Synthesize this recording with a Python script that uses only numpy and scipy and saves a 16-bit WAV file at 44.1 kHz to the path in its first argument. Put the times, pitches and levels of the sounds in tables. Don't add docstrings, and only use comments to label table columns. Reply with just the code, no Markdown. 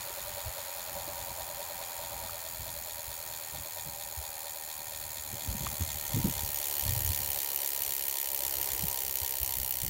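import sys
import numpy as np
from scipy import signal
from scipy.fft import rfft, irfft, next_fast_len
from scipy.io import wavfile
from scipy.ndimage import uniform_filter1d, map_coordinates

SR = 44100
rng = np.random.default_rng(int(sys.argv[2]) if len(sys.argv) > 2 else 0)


def to_linear_factor(level_db):
    exponent = np.asarray(level_db, float) / 20
    return 10 ** exponent


def transcribe(u):
    v = np.clip(np.atleast_2d(u).T, -1, 1)
    q = np.round(v * 32767).astype(np.int16)
    wavfile.write(sys.argv[1], SR, q)


N = 436149
TEETH = 18


def unit(x):
    return x / np.sqrt(np.mean(x ** 2) + 1e-20)


def along(points, hz):
    f, v = np.transpose(points)
    return np.interp(np.log(hz + 1), np.log(f + 1), v)


def track(rows):
    s, value = np.transpose(rows)
    return np.interp(np.arange(N) / SR, s, value)


def wobble(knots_per_s):
    knots = rng.standard_normal(int(N * knots_per_s / SR) + 4)
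    return map_coordinates(knots, [np.arange(N) * knots_per_s / SR])


def filtered(x, response):
    n = x.shape[-1]
    m = 2 * next_fast_len(n // 2 + 4096)
    spectrum = rfft(x, m) * response(np.fft.rfftfreq(m, 1 / SR))
    return unit(irfft(spectrum, m)[..., :n])


def colour(points):
    return lambda hz: to_linear_factor(along(points, hz))


def ringing(peaks):
    return lambda f: sum(to_linear_factor(db) ** 2 / (1 + (2 * (f - c) / w) ** 2) for c, w, db in peaks)


def causal(power):
    def response(hz):
        cepstrum = irfft(np.log(power(hz) + 1e-9) / 2)
        cepstrum[1:len(hz) - 1] *= 2
        cepstrum[len(hz):] = 0
        return np.exp(rfft(cepstrum))
    return response


def hollow(hz, centre_hz, width_hz):
    return 1 - .88 / (1 + (2 * (hz - centre_hz) / width_hz) ** 2)


# time in seconds, closeness 0-1.
CLOSENESS = [(0, 0.08), (5.2, 0), (6.0, 0.32), (6.8, 0.72), (9.89, 0.89)]


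def closeness():
    return track(CLOSENESS)


# frequency in Hz, level in dB per Hz.
HISS_SPECTRUM = [(300, -42), (500, -24.5), (900, 2.5), (1300, 4.5), (1800, 1), (2700, 1), (5000, -3),
                 (15500, -47)]
# frequency in Hz, level in dB per Hz.
DRONE_SPECTRUM = [(150, -41), (240, -22), (310, -3.5), (390, -0.5), (470, -1), (700, -10)]


def street():
    t, near = np.arange(N) / SR, closeness()
    hiss_start_db, draws_away_s = -49.5, 5.2
    close_gain_db = 0.5
    distance_db = -20 * np.log10(1 + t / draws_away_s) ** 0.87
    hiss_db = hiss_start_db + distance_db + close_gain_db * near + wobble(3.02)
    air = rng.standard_normal((2, N))
    afar = filtered(air[0], lambda hz: colour(HISS_SPECTRUM)(hz) * hollow(hz, 2850, 450) ** .3)
    screened = filtered(air[1], lambda hz: colour(HISS_SPECTRUM)(hz) * hollow(hz, 1400, 600) ** .5)
    hiss = to_linear_factor(hiss_db) * (np.sqrt(1 - near) * afar + np.sqrt(near) * screened)

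    drone_db, lorry_db, lorry_s, lorry_width_s = -59.5, -49.5, 8.03, 1.85
    lorry = to_linear_factor(lorry_db) / (1 + ((t - lorry_s) / lorry_width_s) ** 4)
    drone_level = (to_linear_factor(drone_db) + lorry) * to_linear_factor(1.9 * wobble(4) + 1.5 * wobble(1.25))
    return hiss + drone_level * filtered(rng.standard_normal(N), colour(DRONE_SPECTRUM))


# start in seconds, peak in dB, frequency in Hz.
EDDIES = [(0.453, -34, 69), (3.862, -35, 143), (4.169, -29, 70.0), (5.481, -34, 75.4), (5.604, -24, 129),
          (5.809, -20, 79.6), (6.139, -16, 122), (6.243, -11.5, 181.4), (6.259, -30, 188),
          (6.426, -28, 64.6), (6.962, -19, 103), (5.546, -25, 190), (6.884, -20, 90), (6.92, -20.5, 110),
          (7.041, -23.5, 90), (7.086, -19, 90), (8.833, -22.5, 162), (9.21, -30, 80.7), (9.4, -30, 72.7),
          (9.572, -37.5, 77.6)]


def eddies():
    out, t = np.zeros(N + SR), np.arange(SR // 10) / SR
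    for s, db, hz in EDDIES:
        cycles = hz * t
        thump = np.sin(2 * np.pi * cycles) * cycles ** 2 * np.exp(-1.8 * cycles)
        out[round(s * SR):][:len(t)] += to_linear_factor(db + 7.5) * thump
    return out[:N]


# time in seconds, strength in dB.
BREEZE_DB = [(0, -57), (1.2, -53.5), (2, -55), (3, -52.5), (3.9, -58.5), (4.4, -62), (5, -55), (5.45, -54),
             (5.7, -47), (6.4, -45.5), (6.65, -61.5), (7, -45), (7.45, -61), (7.8, -57), (8.3, -62),
             (8.75, -50), (9, -58), (9.89, -59)]
# peak in seconds, peak in dB, seconds to fall 10 dB, sharper edge in dB.
GUST_EVENTS = [(.05, -50, 0.05, -10), (.47, -38.5, 0.0439, -20), (2.31, -50, 0.14, -3),
               (2.61, -46.5, 0.0828, -3.5), (2.95, -44, 0.02, -22), (3.1, -48, .1, -12),
               (3.3, -46.5, 0.0153, -10), (3.58, -49, .07, -4), (3.88, -50.5, 0.0932, -1),
               (4.19, -45.5, .06, -27.5), (5.15, -52, 0.2, -14), (5.34, -37.5, 0.02, -1.5),
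               (5.5, -32, .07, -4), (5.65, -39, 0.07, -6), (5.81, -36, 0.03, -2.5), (6.16, -34.5, .05, 4),
               (6.26, -36.5, .04, 11), (6.35, -38, 0.0374, -11.5), (6.44, -34.5, 0.05, -12),
               (6.56, -49, .03, -12), (6.88, -36, 0.1, -8), (7.0, -40, 0.02, -1), (7.08, -35, 0.1, -12),
               (7.27, -42.5, 0.0853, -12), (8.55, -51, 0.21, -13), (8.84, -35.5, .035, -10),
               (9.23, -37, 0.0051, -20), (9.43, -39, .03, -12), (9.6, -43.5, 0.1, -5),
               (9.88, -36, 0.09, -4)]
# frequency in Hz, level in dB per Hz.
BUFFET_SPECTRUM = [(20, -51), (40, -1), (65, 3), (100, 1.5), (150, -13), (300, -36)]
# frequency in Hz, level in dB per Hz.
EDGE_SPECTRUM = [(80, -15), (140, -1), (190, -6), (280, -10), (450, -20.5), (800, -43.5)]


def wind():
    t = np.arange(N) / SR
    breeze_edge_db, breeze_swing_db = -6, 2.5
    rise_over_fall = 0.59
    steady_power = to_linear_factor(track(BREEZE_DB) + breeze_swing_db * wobble(9)) ** 2
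    low_power = steady_power
    edge_power = to_linear_factor(breeze_edge_db) ** 2 * steady_power
    for s, db, fall_s, edge_db in GUST_EVENTS:
        away_s = np.maximum(t - s, (s - t) / rise_over_fall)
        gust_power = to_linear_factor(db - 10 * away_s / fall_s) ** 2
        low_power = low_power + gust_power
        edge_power = edge_power + gust_power * to_linear_factor(edge_db) ** 2
    lumps = wobble(35)
    edge_lumps_db = np.minimum(3.94 * lumps + 2.9 * wobble(60), 7)
    low = unit(to_linear_factor(2.03 * lumps) * filtered(rng.standard_normal(N), colour(BUFFET_SPECTRUM)))
    edge = unit(to_linear_factor(edge_lumps_db) * filtered(rng.standard_normal(N), colour(EDGE_SPECTRUM)))
    turbulence = to_linear_factor(-2.5) * np.sqrt(low_power) * low + to_linear_factor(-4) * np.sqrt(edge_power) * edge
    return turbulence + eddies()


# start in seconds, peak in dB, ring frequency in Hz.
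CASE_TAPS = [
    (.1, -44, 400),
    (1.075, -42, 320),
    (2.2942, -34, 1250),
    (5.667, -25, 1150),
    (5.8167, -40, 1100),
    (6.3904, -33, 900),
]


def taps():
    out, t = np.zeros(N + SR), np.arange(SR // 20) / SR
    for s, db, hz in CASE_TAPS:
        cycles = hz * t
        ring = np.sin(2 * np.pi * cycles) * cycles * np.exp(-.9 * cycles)
        tick = .2 * np.sin(2 * np.pi * 2.4 * cycles) * np.exp(-1.8 * cycles)
        crack = .2 * to_linear_factor(-60 * t / 0.034) * uniform_filter1d(rng.standard_normal(len(t)), size=5)
        out[round(s * SR):][:len(t)] -= to_linear_factor(db + 6.5) * (ring + tick + crack)
    return out[:N]


# time in seconds, extra distance in m.
EXTRA_DISTANCE = [(4.414, 1.465), (6.481, 0)]


def angle(t):
    start_turns, turns_per_s = 1.044614, 5.082914
    slowing_per_s2, easing_per_s3 = .1828942, .0058764
    s = t - np.interp(t, *np.transpose(EXTRA_DISTANCE)) / 343
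    return start_turns + turns_per_s * s - slowing_per_s2 * s ** 2 / 2 + easing_per_s3 * s ** 3 / 6


TEETH_HZ = np.geomspace(1500, 16000, 22)


def snaps(shape, teeth_db, common, fresh, scatter_db):
    clock = np.arange(-SR // 10, N + SR // 10) / SR
    tooth = np.arange(10, int(TEETH * angle(clock[-1])))
    start_s = np.interp(tooth / TEETH, angle(clock), clock)
    luck = rng.standard_normal((len(tooth), 2))
    starts = np.round((start_s + .00003 * luck[:, 0]) * SR).astype(int) + SR

    noise = rng.standard_normal((TEETH + 1, len(shape)))
    mixed = np.sqrt(common) * noise[0] + np.sqrt(1 - common) * noise[1:]
    spectra = rfft(mixed * shape)
    spectra /= np.sqrt(uniform_filter1d(abs(spectra) ** 2, size=44, axis=1))
    hz = np.fft.rfftfreq(len(shape), 1 / SR)
    strength = to_linear_factor(1.5 * np.array([np.interp(hz, TEETH_HZ, row) for row in teeth_db]))
    own = unit(irfft(spectra * strength, len(shape)))[tooth % TEETH]
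    new = unit(rng.standard_normal(own.shape) * shape)
    bursts = (np.sqrt(1 - fresh) * own + np.sqrt(fresh) * new) * to_linear_factor(scatter_db * luck[:, 1:])

    where = starts[:, None] + np.arange(len(shape))
    return np.bincount(where.ravel(), bursts.ravel(), N + 3 * SR)[SR:SR + N]


# time in seconds, level in dB.
RIM_FACING = [(0, -51), (1.2, -50), (2.2, -50.5), (2.7, -54), (5.2, -53), (6.8, -50.5), (7.7, -52),
              (8.2, -53), (8.45, -49.5), (8.9, -50.5), (9.1, -52), (9.89, -53.5)]
# frequency in Hz, width in Hz, level in dB.
CAVITY_MODES = [(577.6, 41.5, 1), (646, 44, -1)]
# frequency in Hz, width in Hz, level in dB.
HOOP_MODES = [(793.5, 102, -5.5), (941, 28, -1.5), (1042, 9.7, -7.5)]


def rim():
    even_teeth = np.zeros((TEETH, len(TEETH_HZ)))
    shake = snaps(np.hanning(1320), even_teeth, common=.2, fresh=.6, scatter_db=1)
    t, facing_db = np.arange(N) / SR, track(RIM_FACING)
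    cavity_fade_db_per_s, hoop_fade_db_per_s = 0.49, 0.01
    turn = 2 * np.pi * angle(t)
    sweep = np.cos(2 * turn + .7) + .3 * np.cos(turn + .35)
    depth_db = 4.4 - .25 * t
    cavity = filtered(shake, causal(lambda hz: ringing(CAVITY_MODES)(hz) ** 1.58))
    cavity = unit(to_linear_factor(depth_db * sweep) * cavity)
    sway_db = .7 * sweep + wobble(5)
    hoop = filtered(shake, causal(lambda hz: ringing(HOOP_MODES)(hz) ** 1.39))
    hoop = unit(to_linear_factor(sway_db) * hoop)
    cavity_db = facing_db - cavity_fade_db_per_s * t + 0.13
    hoop_db = facing_db - hoop_fade_db_per_s * t + 0.25
    return to_linear_factor(cavity_db) * cavity + to_linear_factor(hoop_db) * hoop


# frequency in Hz, share of the lobes.
LOBE_SHARES = [(1900, .3), (2300, .9), (4000, .5), (7000, .5), (12000, .1)]


def wear(lobes, accents):
    chance_db, accent_width, accent_gain = .6, .17, .7
    side = 2 * np.pi * np.arange(TEETH) / TEETH
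    round_db = sum(db * np.cos(count * side + phase) for count, db, phase in lobes)
    teeth_db = np.outer(round_db, along(LOBE_SHARES, TEETH_HZ))
    teeth_db += chance_db * rng.standard_normal(teeth_db.shape)
    for tooth, hz, db in accents:
        nearness = np.exp(-(np.log(TEETH_HZ / hz) / accent_width) ** 2)
        teeth_db[tooth] += accent_gain * db * nearness
    return teeth_db


def chatter(teeth_db, quick_s, rattle_db, rattle_s, late_s=0):
    t = np.clip(np.arange(1100) / SR - .0001 - late_s, 0, None)
    onset = 1 - np.exp(-(t / .00016) ** 2)
    decay = to_linear_factor(-60 * t / quick_s) + to_linear_factor(rattle_db - 60 * t / rattle_s)
    return snaps(onset * decay, teeth_db, common=.2, fresh=.13, scatter_db=.4)


# time in seconds, level in dB.
HUB_LEVEL = [(0, -41.5), (.6, -41.5), (2.5, -41), (4.8, -40.5), (5.3, -40), (5.8, -37.5), (6.3, -36),
             (6.7, -33), (7.2, -32.5), (8, -33), (8.8, -33), (9.89, -33)]
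# lobes a turn, depth in dB, phase in radians.
FAR_RUNOUT = [(1, .4, 0), (2, .7, -.4), (3, .8, -.6)]
NEAR_RUNOUT = [(1, .6, -.2), (2, .4, -2.4), (3, .9, -1.2)]
# tooth, frequency in Hz, level in dB.
FAR_TOOTH_NOTES = [(0, 3900, 4), (1, 3800, 6), (2, 8000, 3), (4, 3600, -5), (4, 5100, -3), (4, 6400, 4),
                   (6, 6400, -5), (7, 6400, -4), (10, 5100, -5), (11, 4100, -6), (11, 5700, -4),
                   (13, 5500, 3), (14, 2900, -5), (17, 4500, 2), (8, 4300, 4), (7, 4300, 2)]
NEAR_TOOTH_NOTES = [(0, 3400, 5), (1, 6800, 4), (2, 2400, 4), (2, 4500, -4), (4, 3400, -6), (5, 4500, 8),
                    (5, 12000, -3), (10, 2700, -5), (11, 4000, -4), (11, 6000, -7), (12, 3000, 4),
                    (12, 11000, 3), (12, 14500, 4), (1, 12000, 3), (13, 5700, 5), (14, 5700, 3),
                    (15, 8500, 4), (16, 2900, 5), (16, 4500, 6)]
# frequency in Hz, level in dB.
FAR_SNAP_SPECTRUM = [(900, -54), (1500, -7.5), (2900, -4.5), (3500, -5), (4400, -10), (5700, -7.5),
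                     (7000, 0), (8200, -5), (9700, 0), (10550, -3), (11300, -2), (14300, -3), (15600, 1)]
NEAR_SNAP_SPECTRUM = [(900, -40), (1400, -61), (2000, -6.5), (3100, -11.5), (4400, -6.5), (5200, -11),
                      (5750, -13), (6200, -3.5), (7300, -6.5), (8800, -3), (9700, -2), (10400, -1),
                      (13800, 5), (15700, -1)]
# frequency in Hz, width in Hz, level in dB.
FAR_MODES = [(1835, 40, -3), (2420, 110, -7), (3450, 250, -11), (4330, 420, -6), (5510, 130, -12),
             (6540, 63, -8), (6820, 90, 0), (7400, 150, -4), (8370, 120, -10), (9550, 120, -4),
             (10020, 70, -3), (11000, 70, -7), (11450, 90, -5), (12510, 120, -3), (12980, 55, -1),
             (13800, 100, -3), (14450, 220, 1), (15430, 120, -2), (15720, 150, -4)]
NEAR_MODES = [(1240, 30, -17), (1820, 70, -11), (2095, 45, -10), (3020, 200, -7), (4420, 350, -10),
              (5700, 250, -7), (6800, 200, -10), (7400, 250, -8), (8155, 48, -7), (9240, 45, -7),
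              (9600, 170, -5), (11460, 140, -3), (12515, 90, -2), (13140, 55, -3), (13860, 150, -1),
              (14230, 150, 1), (14810, 55, -2), (15450, 150, -1), (15720, 200, -1)]
MIDWAY_MODES = [(1350, 250, -13), (2120, 50, -5), (3350, 200, -9), (3800, 200, -10), (6500, 120, -2),
                (7300, 90, 0), (7750, 150, -6)]


def hub():
    far_teeth = wear(FAR_RUNOUT, FAR_TOOTH_NOTES)
    paving = chatter(far_teeth, .015, rattle_db=-12, rattle_s=.06, late_s=.003)
    far_blow = chatter(far_teeth, .014, rattle_db=-13, rattle_s=.06) + to_linear_factor(-6) * paving
    near_teeth = wear(NEAR_RUNOUT, NEAR_TOOTH_NOTES)
    near_blow = chatter(near_teeth, .013, rattle_db=-16, rattle_s=.065)

    def far_power(hz):
        metal = colour(FAR_SNAP_SPECTRUM)(hz) ** 2 + to_linear_factor(20.5) * ringing(FAR_MODES)(hz) ** 1.13
        return metal * hollow(hz, 2850, 450)

    def near_power(hz):
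        metal = colour(NEAR_SNAP_SPECTRUM)(hz) ** 2 + to_linear_factor(20.0) * ringing(NEAR_MODES)(hz) ** 1.26
        return metal * hollow(hz, 1450, 600)

    far = filtered(far_blow, causal(far_power))
    close = filtered(near_blow, causal(near_power))
    midway = filtered(near_blow, causal(lambda hz: ringing(MIDWAY_MODES)(hz) ** 1.3))
    near = closeness()
    midway_s, midway_width_s, midway_db = 5.8, .8, -10
    passing = to_linear_factor(midway_db) * np.exp(-((np.arange(N) / SR - midway_s) / midway_width_s) ** 2)
    return to_linear_factor(track(HUB_LEVEL)) * (np.sqrt(1 - near) * far + np.sqrt(near) * close + passing * midway)


def scene():
    return (street() + wind() + taps() + rim() + hub())[None]


def roll_off(x):
    return signal.sosfilt(signal.butter(12, 15830, fs=SR, output="sos"), x)


def record(dry):
    top_hz = 15830
    banded = filtered(dry, lambda hz: hz < top_hz) * np.std(dry)
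    return roll_off(banded)


dry = scene()
out = record(dry)
transcribe(out)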